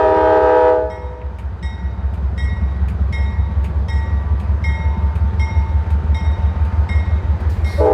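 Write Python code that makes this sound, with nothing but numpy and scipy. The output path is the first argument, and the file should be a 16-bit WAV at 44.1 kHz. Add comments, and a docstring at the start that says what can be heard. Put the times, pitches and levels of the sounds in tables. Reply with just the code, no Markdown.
"""An open trackside lawn, with diesel locomotives rolling slowly past while the engine speeds up.
A five-chime air horn, built from wavering harmonics, ends one blast and starts the next.
An air-driven bell strikes steadily: each stroke rings a set of fading tones.
Uneven exhaust puffs ring the stack, and a second engine chugs, under a noise roar of fans and wheels.
Coupling clanks and escaping air add short bursts of noise; horn and bell echo in the yard."""
import sys
import numpy as np
from scipy import signal
from scipy.io import wavfile
from scipy.ndimage import uniform_filter1d

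SR = 44100
rng = np.random.default_rng(int(sys.argv[2]) if len(sys.argv) > 2 else 0)


def dump(signal):
    """Clip the signal to [-1, 1] and save it as 16-bit WAV at the path in sys.argv[1]."""
    limited = np.clip(np.atleast_2d(signal).T, -1, 1)
    pcm = np.round(limited * 32767).astype(np.int16)
    wavfile.write(sys.argv[1], SR, pcm)


def ratio_of_db(decibels):
    """Turn decibels (scalar or array-like) into linear amplitude factors; 0 dB maps to 1."""
    return 10 ** (np.asarray(decibels, float) / 20)


N = 349713

# bell strokes, each reaching the listener by other paths; levels of four groups of bell modes:
# (time [s], hum level [dB], second mode level [dB], strike tone level [dB], upper modes level [dB])
STROKE_LEVELS = [(.16, -49, -46.5, -45, -47.5), (.8994, -44, -45, -45, -43), (1.6267, -43, -39.5, -42, -39),
                 (2.3775, -48.5, -33, -37.5, -34.5), (3.1248, -38, -38, -32, -32.5),
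                 (3.8834, -36.5, -35, -38.5, -33), (4.6394, -33, -36, -29.5, -34),
                 (5.3946, -36.5, -45.5, -33, -35), (6.1449, -32.5, -41, -36.5, -35.5),
                 (6.8897, -52, -39, -32, -36.5), (7.644, -45, -42.5, -35.5, -36)]


def rms_one(x):
    """Scale a signal to an rms of 1."""
    return x / np.sqrt(np.mean(x ** 2) + 1e-20)


def in_time(rows):
    """Columns of a table, joined by straight lines at every sample."""
    times, *columns = np.transpose(rows)
    return [np.interp(np.arange(N) / SR, times, column) for column in columns]


def drift(rate_hz):
    """Slow random wandering of spread 1: noise smoothed by two equal low-pass stages."""
    # worked out at every 40th sample, then joined by straight lines
    pole = np.exp(-80 * np.pi * rate_hz / SR)
    white = rng.standard_normal(N // 40 + 2002)
    slow = signal.lfilter([1], [1, -2 * pole, pole * pole], white)[2000:]   # skip the settling
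    return np.interp(np.arange(N) / 40, np.arange(len(slow)), rms_one(slow - slow.mean()))


def resonance(x, hz, width_hz):
    """Band-pass like one ringing resonance, with a gain of 1 at its peak."""
    w, b = 2 * np.pi * hz, 2 * np.pi * width_hz
    return signal.lfilter(*signal.bilinear([b, 0], [1, b, w * w], SR), x + 1e-18)


def noise(spectrum, patchy_db):
    """Roughly third-octave bands of noise, each flickering on its own; rms 1."""
    hz, db = np.transpose(spectrum)
    edges = np.geomspace(hz[0], hz[-1], int(3 * np.log2(hz[-1] / hz[0])) + 2)
    white = rng.standard_normal((2, N))   # neighbouring bands take turns
    out = 0
    for k, (low, high) in enumerate(zip(edges, edges[1:])):
        band_pass = signal.butter(2, [low, high], "band", fs=SR, output="sos")
        band = signal.sosfilt(band_pass, white[k % 2])
        middle_db = np.interp(np.log(low * high) / 2, np.log(hz), db)
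        out = out + band * ratio_of_db(middle_db + patchy_db * drift(6.))
    return rms_one(out)


def struck(events, db, t60):
    """Envelope that jumps at each event and falls by 60 dB in t60 seconds."""
    clicks = np.zeros(N)
    clicks[(np.array(events)[:, 0] * SR).astype(int)] = ratio_of_db(db)
    return signal.lfilter([1], [1, -ratio_of_db(-60 / (t60 * SR))], clicks + 1e-18)


def chime(hz, first, second, overtones, slope_db=-2.5, waver_db=1.78, breath_db=-30, soft_dulling=.32):
    """A beating diaphragm: harmonics that waver apart on the way, with air noise on each beat."""
    # the valve eases off, then shuts; later it opens again
    ease_s, ease_db_per_s, shut_s, shut_db_per_s = .69, -58, .86, -300
    open_s, attack_s, settle_s = 7.785, 0.021, 0.17
    flat_per_s = 5.0   # an early chime, on low pressure, starts flat: share of pitch per s of lead
    sag_per_db = .0003   # share of pitch lost per dB as the pressure falls
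    away_from_hz, away_db_per_khz = 900, -12   # the second blast is duller above this pitch
    first_db, swell_db_per_s, shut_late_s = first
    second_db, late_s, away_db = second
    shut_s = shut_s + shut_late_s
    open_s = open_s + late_s

    t = np.arange(N) / SR
    on = np.flatnonzero((t < shut_s - shut_late_s + .3) | (t > open_s))   # skip the silence between
    t = t[on]
    again = on > N // 2   # true in the second blast
    since = np.maximum(t - open_s, 1e-5)

    fall_db = ease_db_per_s * np.clip(t - ease_s, 0, shut_s - ease_s)
    fall_db = fall_db + shut_db_per_s * np.maximum(t - shut_s, 0)
    attack_db = 40 * np.log10(np.minimum(since / attack_s, 1))
    sag_db = np.where(again, attack_db, fall_db)
    level_db = sag_db + np.where(again, second_db, first_db + swell_db_per_s * t)

    start_bend = flat_per_s * min(late_s, 0) * np.exp(-since / settle_s)
    pitch = hz * (1 + np.where(again, start_bend, sag_per_db * fall_db))
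    phase = 2 * np.pi * np.cumsum(pitch * (1 + 0.0008 * drift(25.)[on])) / SR

    harmonics_db = [0, *overtones, *(overtones[-1] + slope_db * np.arange(1, 15))]
    wavers = [drift(4.)[on] for _ in range(4)]
    # overtones fade first as the air pressure falls, and the second blast points away
    dull_db = soft_dulling * np.maximum(sag_db, -30) + away_db * again
    tone = 0
    for k, harmonic_db in enumerate(harmonics_db):
        above_khz = np.clip((k + 1) * pitch - away_from_hz, 0, 2500) / 1000
        loss_db = min(k, 5) * dull_db + again * away_db_per_khz * above_khz
        strength = ratio_of_db(harmonic_db + loss_db + waver_db * wavers[k % 4])
        # high overtones stay in step: a steep brassy front
        start = rng.uniform(0, 2 * np.pi) * (k < 6)
        tone = tone + strength * np.sqrt(2) * np.sin((k + 1) * phase + start)

    hiss = rng.standard_normal(on.size)
    hiss = signal.sosfilt(signal.butter(1, [300., 1500.], "band", fs=SR, output="sos"), hiss)
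    hiss = signal.sosfilt(signal.butter(2, 5500., fs=SR, output="sos"), hiss)
    breath = ratio_of_db(breath_db + dull_db) * rms_one(hiss) * (1 + np.cos(phase))
    out = np.zeros(N)
    out[on] = ratio_of_db(level_db) * (tone + breath)
    return out


def horn():
    """Five chimes in a chord; so loud that they mix in the air; a ground echo dips the treble."""
    # fundamental of each chime [Hz]
    chimes_hz = [317, 395.7, 430, 496, 618.6]
    # each chime in the first blast: (level [dB], swell [dB per s], shuts late [s])
    first_blast = [(-26.5, -0.5, .0), (-21.5, -2, -0.036), (-21.5, 1.5, .01), (-21, 3.5, .005),
                   (-27.5, -8, -.02)]
    # each chime in the second blast, pointing away:
    # (level [dB], speaks late [s], change per overtone [dB])
    second_blast = [(-25, .0, -7), (-19, .055, 0.6), (-15.5, .007, -6), (-15.5, .003, -2),
                    (-21.5, -.016, -10)]
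    # harmonics 2 to 6 of each chime, against its fundamental: five levels [dB]; higher ones fall by a slope
    overtone_levels = [(9.5, 6, -8, -5.5, -17), (0.5, -13.5, -17, -30.5, -29),
                       (-2.5, -12, -14.5, -33, -33.5), (-15.5, -16, -30.5, -41, -45.5),
                       (-5, -10.5, -22.5, -35.5, -34.5)]
    mixing, dip_hz, dip_width_hz, dip_share = 0.018, 2275, 280, 0.55

    chord = sum(chime(*row) for row in zip(chimes_hz, first_blast, second_blast, overtone_levels))
    # squaring makes the sum and difference tones
    mixed = signal.sosfilt(signal.butter(2, 600., "high", fs=SR, output="sos"), chord ** 2 / 0.085)
    chord = chord + mixing * mixed
    return chord - dip_share * resonance(chord, dip_hz, dip_width_hz)


def bell():
    """Each stroke rings all modes; motion lowers the pitch from stroke to stroke."""
    # bell modes, many split in pairs: (pitch [Hz], level [dB], time to fall 60 dB [s])
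    bell_modes = [(904, 1.5, 4.84), (1909, 3, 1.38), (1946, -10.5, .85), (2157, 4.5, 0.93), (2142, -7, .6),
                  (3220, -11.5, .6), (3750, -8.5, 1.12), (3756, -14, 0.98), (5284, -13.5, 0.48),
                  (5290, -16.5, .2), (5390, -14, 0.55), (5400, -14, .6), (5630, -15, 0.9),
                  (5450, -26, 0.78), (5780, -17, .33), (6880, -25.5, 0.65), (8000, -17.5, .57),
                  (8750, -28, 0.35), (9750, -28.5, 0.23), (10480, -28, .35), (11800, -40, .3),
                  (13110, -31, .4)]
    # borders between the four groups of modes [Hz]
    group_edges_hz = [1400, 2000, 2500]
    # pitch change by motion: (time [s], pitch ratio [1])
    doppler = [(0, 1.001), (2.4, 1), (4.6, .9962), (7.7, .9945)]
    opposed = 4   # this mode, the strike tone's twin, starts against its partner
    bloom_s, bloom_share = 0.012, 0.34
    scatter, scatter_hz_per_khz, scatter_full_hz = 0.55, 7.4, 4000

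    hz, db, t60 = np.transpose(bell_modes)
    group = np.searchsorted(group_edges_hz, hz)
    t = np.arange(int(1.3 * SR))[:, None] / SR
    # a few cycles to start, then near echoes swell the ring
    dying = np.exp(-np.log(1000) * t / t60) * np.minimum(t * hz / 5., 1)
    dying = dying * (1 - bloom_share * np.exp(-t / bloom_s))
    # paths off the ground and the cars shift as the train moves: each mode flutters, high ones faster
    flutter = np.transpose([1 + scatter * min(f / scatter_full_hz, 1) * drift(scatter_hz_per_khz * f / 1000)
                            for f in hz])
    out = np.zeros(N)
    for s, *group_db in STROKE_LEVELS:
        chance_db = 2.7 * rng.standard_normal(hz.size) * (db < 0)   # only weaker modes vary
        level = ratio_of_db(np.array(group_db)[group] + db + chance_db)
        level[opposed] *= -1
        ratio = np.interp(s, *np.transpose(doppler))
        rings = np.sin(2 * np.pi * hz * ratio * t) * dying
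        at = int(s * SR)
        out[at:at + len(t)] += (rings[:N - at] * flutter[at:at + len(t)]) @ level
    # a short noisy crack at each stroke
    crack_db = np.array(STROKE_LEVELS)[:, 4] + 0.5
    crack = rng.standard_normal(N) * struck(STROKE_LEVELS, crack_db, t60=.07)
    return out + resonance(resonance(crack, 2100, 2300), 2600, 6000)


def clapper():
    """The striker is drawn back against its stop: noise rattles the broad resonances of the bell mount."""
    # resonances of the bell mount: (pitch [Hz], width [Hz], gain [dB])
    mount_modes = [(2400, 490, 16), (7100, 600, -4), (9100, 1100, -7), (12200, 200, -6), (14100, 1400, -19)]
    lead_s, rattle_db = .241, -8   # time ahead of each stroke; level against the upper bell modes
    s, upper_db = np.array(STROKE_LEVELS)[:, [0, 4]].T
    at = s[1:] - lead_s
    level_db = np.interp(at, s, upper_db) + rattle_db + rng.normal(0, 1.5, at.size)
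    rattle = rng.standard_normal(N) * struck(at[:, None], level_db, t60=0.16)
    return sum(ratio_of_db(db) * resonance(rattle, hz, width) for hz, width, db in mount_modes)


def exhaust(cycles, puff_db):
    """The puff pattern repeats every cycle, a little unevenly, and rings the stack."""
    # exhaust puffs of one cycle as they arrive: (share of the cycle [1], level [dB])
    puff_pattern = [(0.0674, -2.9), (0.148, -5.1), (0.2379, -7.8), (0.3028, -15.7), (0.3973, -11.1),
                    (0.4568, -10.5), (0.533, -12.9), (0.5707, -22.4), (0.7575, 0.0), (0.7863, -2.7),
                    (0.8852, -27.2), (0.9943, -3.6)]
    # exhaust stack resonances: (pitch [Hz], width [Hz], gain with sign [1])
    stack_modes = [(68.53, 11.02, .798), (92.89, 8.21, -.724), (53.66, 16.33, -.047)]
    share, db = np.transpose(puff_pattern)
    turn = np.arange(int(cycles[-1]) + 1)[:, None] + share
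    at = np.searchsorted(cycles, turn.ravel())
    size = ratio_of_db(np.tile(db, len(turn)) + 0.56 * rng.standard_normal(at.size))
    puffs = np.bincount(at, size, N + 1)[:N] * SR * ratio_of_db(puff_db)
    rung = sum(gain * resonance(puffs, hz, width) for hz, width, gain in stack_modes)
    for _ in range(2):   # the stack mouth radiates little deep bass
        rung = signal.lfilter(*signal.butter(1, 45, "high", fs=SR), rung)
    rung = signal.lfilter(*signal.butter(2, 101, fs=SR), rung)
    # a weak knock of each puff passes the silencer higher up
    knock = signal.sosfilt(signal.butter(3, [110., 225.], "band", fs=SR, output="sos"), puffs)
    return rung + ratio_of_db(-40.5) * knock, puffs


def chug(cycles):
    """A dull thump each turn of the second engine (rms 1), and its smooth shape (up to 1)."""
    # two turns a cycle; it slips slowly behind the first engine
    slip_turns, slip_from_s, slip_s = 1.1, 1.3, 4.5
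    sharpness = 2.0
    t = np.arange(N) / SR
    turns = 2 * cycles - slip_turns * (1 - np.exp(-(t - slip_from_s) / slip_s))
    beats = np.diff(np.floor(turns + .2), prepend=0) * ratio_of_db(2 * drift(8.))
    band_pass = signal.butter(4, [148., 224.], "band", fs=SR, output="sos")
    thumps = signal.sosfilt(band_pass, np.maximum(beats, 0) + 1e-18)
    return rms_one(thumps), np.exp(sharpness * (np.cos(2 * np.pi * turns) - 1))


def engine():
    """Exhaust, whines locked to the engine, a rumble that swells with each chug and a hiss that swells with the
    puffs."""
    # strength of the engine as heard, area of the strongest exhaust puff: (time [s], level [dB])
    engine_level = [(0, -47.5), (.8, -49.5), (2.4, -40.5), (4, -40.5), (4.8, -40), (6.3, -38.5),
                    (7.93, -39.5)]
    # whines locked to the engine, heard in spells: # (middle [s], length [s], multiple of the cycle rate [1],
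    # level [dB])
    whine_spells = [(2.553, 0.77, 212, -52.5), (3.5, 0.85, 212, -48), (4.25, .55, 212, -42),
                    (5.3, .6, 212, -48), (6.7, .6, 212, -46), (3.388, 0.26, 179, -46),
                    (4.293, 0.49, 179, -45), (5.004, .3, 179, -41.5), (7.15, .3, 179, -54)]
    # colour of the low roar: (pitch [Hz], relative level [dB per Hz])
    roar_low = [(30, -33.5), (55, 0.5), (95, 5), (125, -6.5), (165, -1), (205, -4.5), (245, -31),
                (400, -23.5)]
    # colour of the high roar: (pitch [Hz], relative level [dB per Hz])
    roar_high = [(200, -20.5), (300, 2), (500, 0), (800, -1.5), (1300, -5.5), (1900, -11.5), (2500, -21),
                 (4000, -25.5), (6300, -37), (10000, -48.5), (15700, -56)]
    # four-stroke cycles per s: idle until the throttle opens, then a slow climb towards the governor's aim
    idle_per_s, throttle_s, aim_per_s, climb_s = 4.86221, .68143, 11.72992, 38.6057
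    chug_db, chug_swell_db = -9.5, 3   # thump against the rumble; the rumble swells with it

    t = np.arange(N) / SR
    climb = np.exp(-np.maximum(t - throttle_s, 0) / climb_s)
    cycles = np.cumsum(aim_per_s - (aim_per_s - idle_per_s) * climb) / SR
    puff_db, = in_time(engine_level)
    stack, puffs = exhaust(cycles, puff_db)
    throb = signal.sosfilt(signal.butter(2, 30., fs=SR, output="sos"), puffs / ratio_of_db(puff_db))
    throb = rms_one(throb - throb.mean())

    # the roar follows the engine's strength and drifts in level as the train rolls by
    strength_db = puff_db - puff_db.mean()
    rumble_db = -26.5 + 1.7 * strength_db - 1.0 * t
    hiss_db = -41.5 + .34 * strength_db + 0.83 * t
    thumps, beat = chug(cycles)
    rumble = ratio_of_db(chug_swell_db * (beat - .5)) * noise(roar_low, patchy_db=1.5)
    low = ratio_of_db(rumble_db) * (rumble + ratio_of_db(chug_db) * thumps)
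    high = ratio_of_db(hiss_db + 0.44 * throb) * noise(roar_high, patchy_db=1.32)

    whines = 0
    for middle, length, multiple, db in whine_spells:
        spell = np.exp(-(2 * (t - middle) / length) ** 4)
        whines = whines + ratio_of_db(db) * spell * np.sin(2 * np.pi * multiple * cycles)
    return stack + low + high + whines * ratio_of_db(2.1 * drift(6.0))


def air():
    """Compressed air escapes before the second blast: smooth bright hiss, and the ping of a valve."""
    # escapes of air: (start [s], rise [s], hold [s], level [dB], fall [dB per s])
    escapes = [(7.494, .006, .0, -49, -110), (7.644, 0.023, 0.14, -46.5, -100)]
    # colour of the hiss: (pitch [Hz], relative level [dB per Hz])
    air_colour = [(2470, -24), (4200, -1.5), (6820, -12), (9490, -12), (15700, -24)]
    # tones of the valve: (pitch [Hz], relative level [dB], time to fall 60 dB [s])
    ping_modes = [(6530, -8, .3), (7133, -1, .6), (11070, -7.5, .35), (11760, -6, .39), (12340, 5, .43),
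                  (13600, -6, .3)]
    ping_s, ping_db = 7.496, -58   # the valve pings as the first puff escapes
    t = np.arange(N) / SR
    level = 0
    for start, rise, hold, db, fall_db in escapes:
        falling = np.maximum(t - start - rise - hold, 0)
        level = level + np.clip((t - start) / rise, 0, 1) * ratio_of_db(db + fall_db * falling)
    since = np.maximum(t - ping_s, 0)
    ping = sum(ratio_of_db(ping_db + db - 60 * since / t60) * np.sin(2 * np.pi * hz * since)
               for hz, db, t60 in ping_modes)
    return level * noise(air_colour, patchy_db=2.5) + ping


def clanks():
    """Brief dull knocks of steel: bursts of noise through two resonances at one pitch."""
    # small clanks from the couplings: (time [s], peak level [dB], pitch [Hz])
    coupling_clanks = [(1.2147, -40.5, 2270), (1.393, -50, 2250)]
    out = 0
    for clank in coupling_clanks:
        _, peak_db, hz = clank
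        # 17 dB makes up for what the resonances take away
        knock = rng.standard_normal(N) * struck([clank], peak_db + 17, t60=0.046)
        out = out + resonance(resonance(knock, hz, 500), hz, 780)
    return out


def yard(x):
    """Dull scattered echoes from cars, sheds and trees, and single ones from far walls."""
    # far walls: (delay [s], level [dB])
    wall_echoes = [(.16, -24), (.33, -27), (.55, -29.5)]
    t60_s, cut_hz, tail_db = 1.48, 1000, -23
    t = np.arange(int(2.5 * SR)) / SR
    dull = signal.butter(1, cut_hz, fs=SR)
    tail = rng.standard_normal(t.size) * np.exp(-np.log(1000) * t / t60_s) * (t > .03)
    tail = signal.lfilter(*dull, tail)
    tail = ratio_of_db(tail_db) * tail / np.sqrt(np.sum(tail ** 2))
    delays = [int(s * SR) for s, _ in wall_echoes]
    walls = np.bincount(delays, [ratio_of_db(db) for _, db in wall_echoes], t.size)
    return signal.fftconvolve(x, tail + signal.lfilter(*dull, walls))[:N]


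def scene():
    """Horn and bell echo in the yard; the rest is heard direct."""
    loud = horn() + bell()
    return (loud + yard(loud) + clapper() + clanks() + air() + engine())[None]


def top_cut(x):
    """Nothing passes above the cut-off."""
    return signal.sosfilt(signal.butter(12, 15820, fs=SR, output="sos"), x)


def record(dry, top=0.64, release_db_s=42.0, soft_top=1.3):
    """The microphone cuts deep bass and rounds loud peaks; a limiter holds the level; the fastest peaks clip."""
    no_bass = signal.sosfilt(signal.butter(2, 30., "high", fs=SR, output="sos"), dry)
    soft = soft_top * np.tanh(no_bass / soft_top)
    over_db = np.maximum(20 * np.log10(np.abs(soft[0]) / top + 1e-9), 0)
    # the limiter holds each peak, then lets go at a steady rate
    fall_db = release_db_s * np.arange(N) / SR
    held_db = np.maximum.accumulate(over_db + fall_db) - fall_db
    ahead = int(0.0016 * SR)   # it looks 1.6 ms ahead
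    gain_db = -uniform_filter1d(np.r_[held_db[ahead:], held_db[-ahead:]], 2 * ahead)
    return top_cut(np.clip(soft * ratio_of_db(gain_db), -top, top))


dry = scene()
out = record(dry)
dump(out)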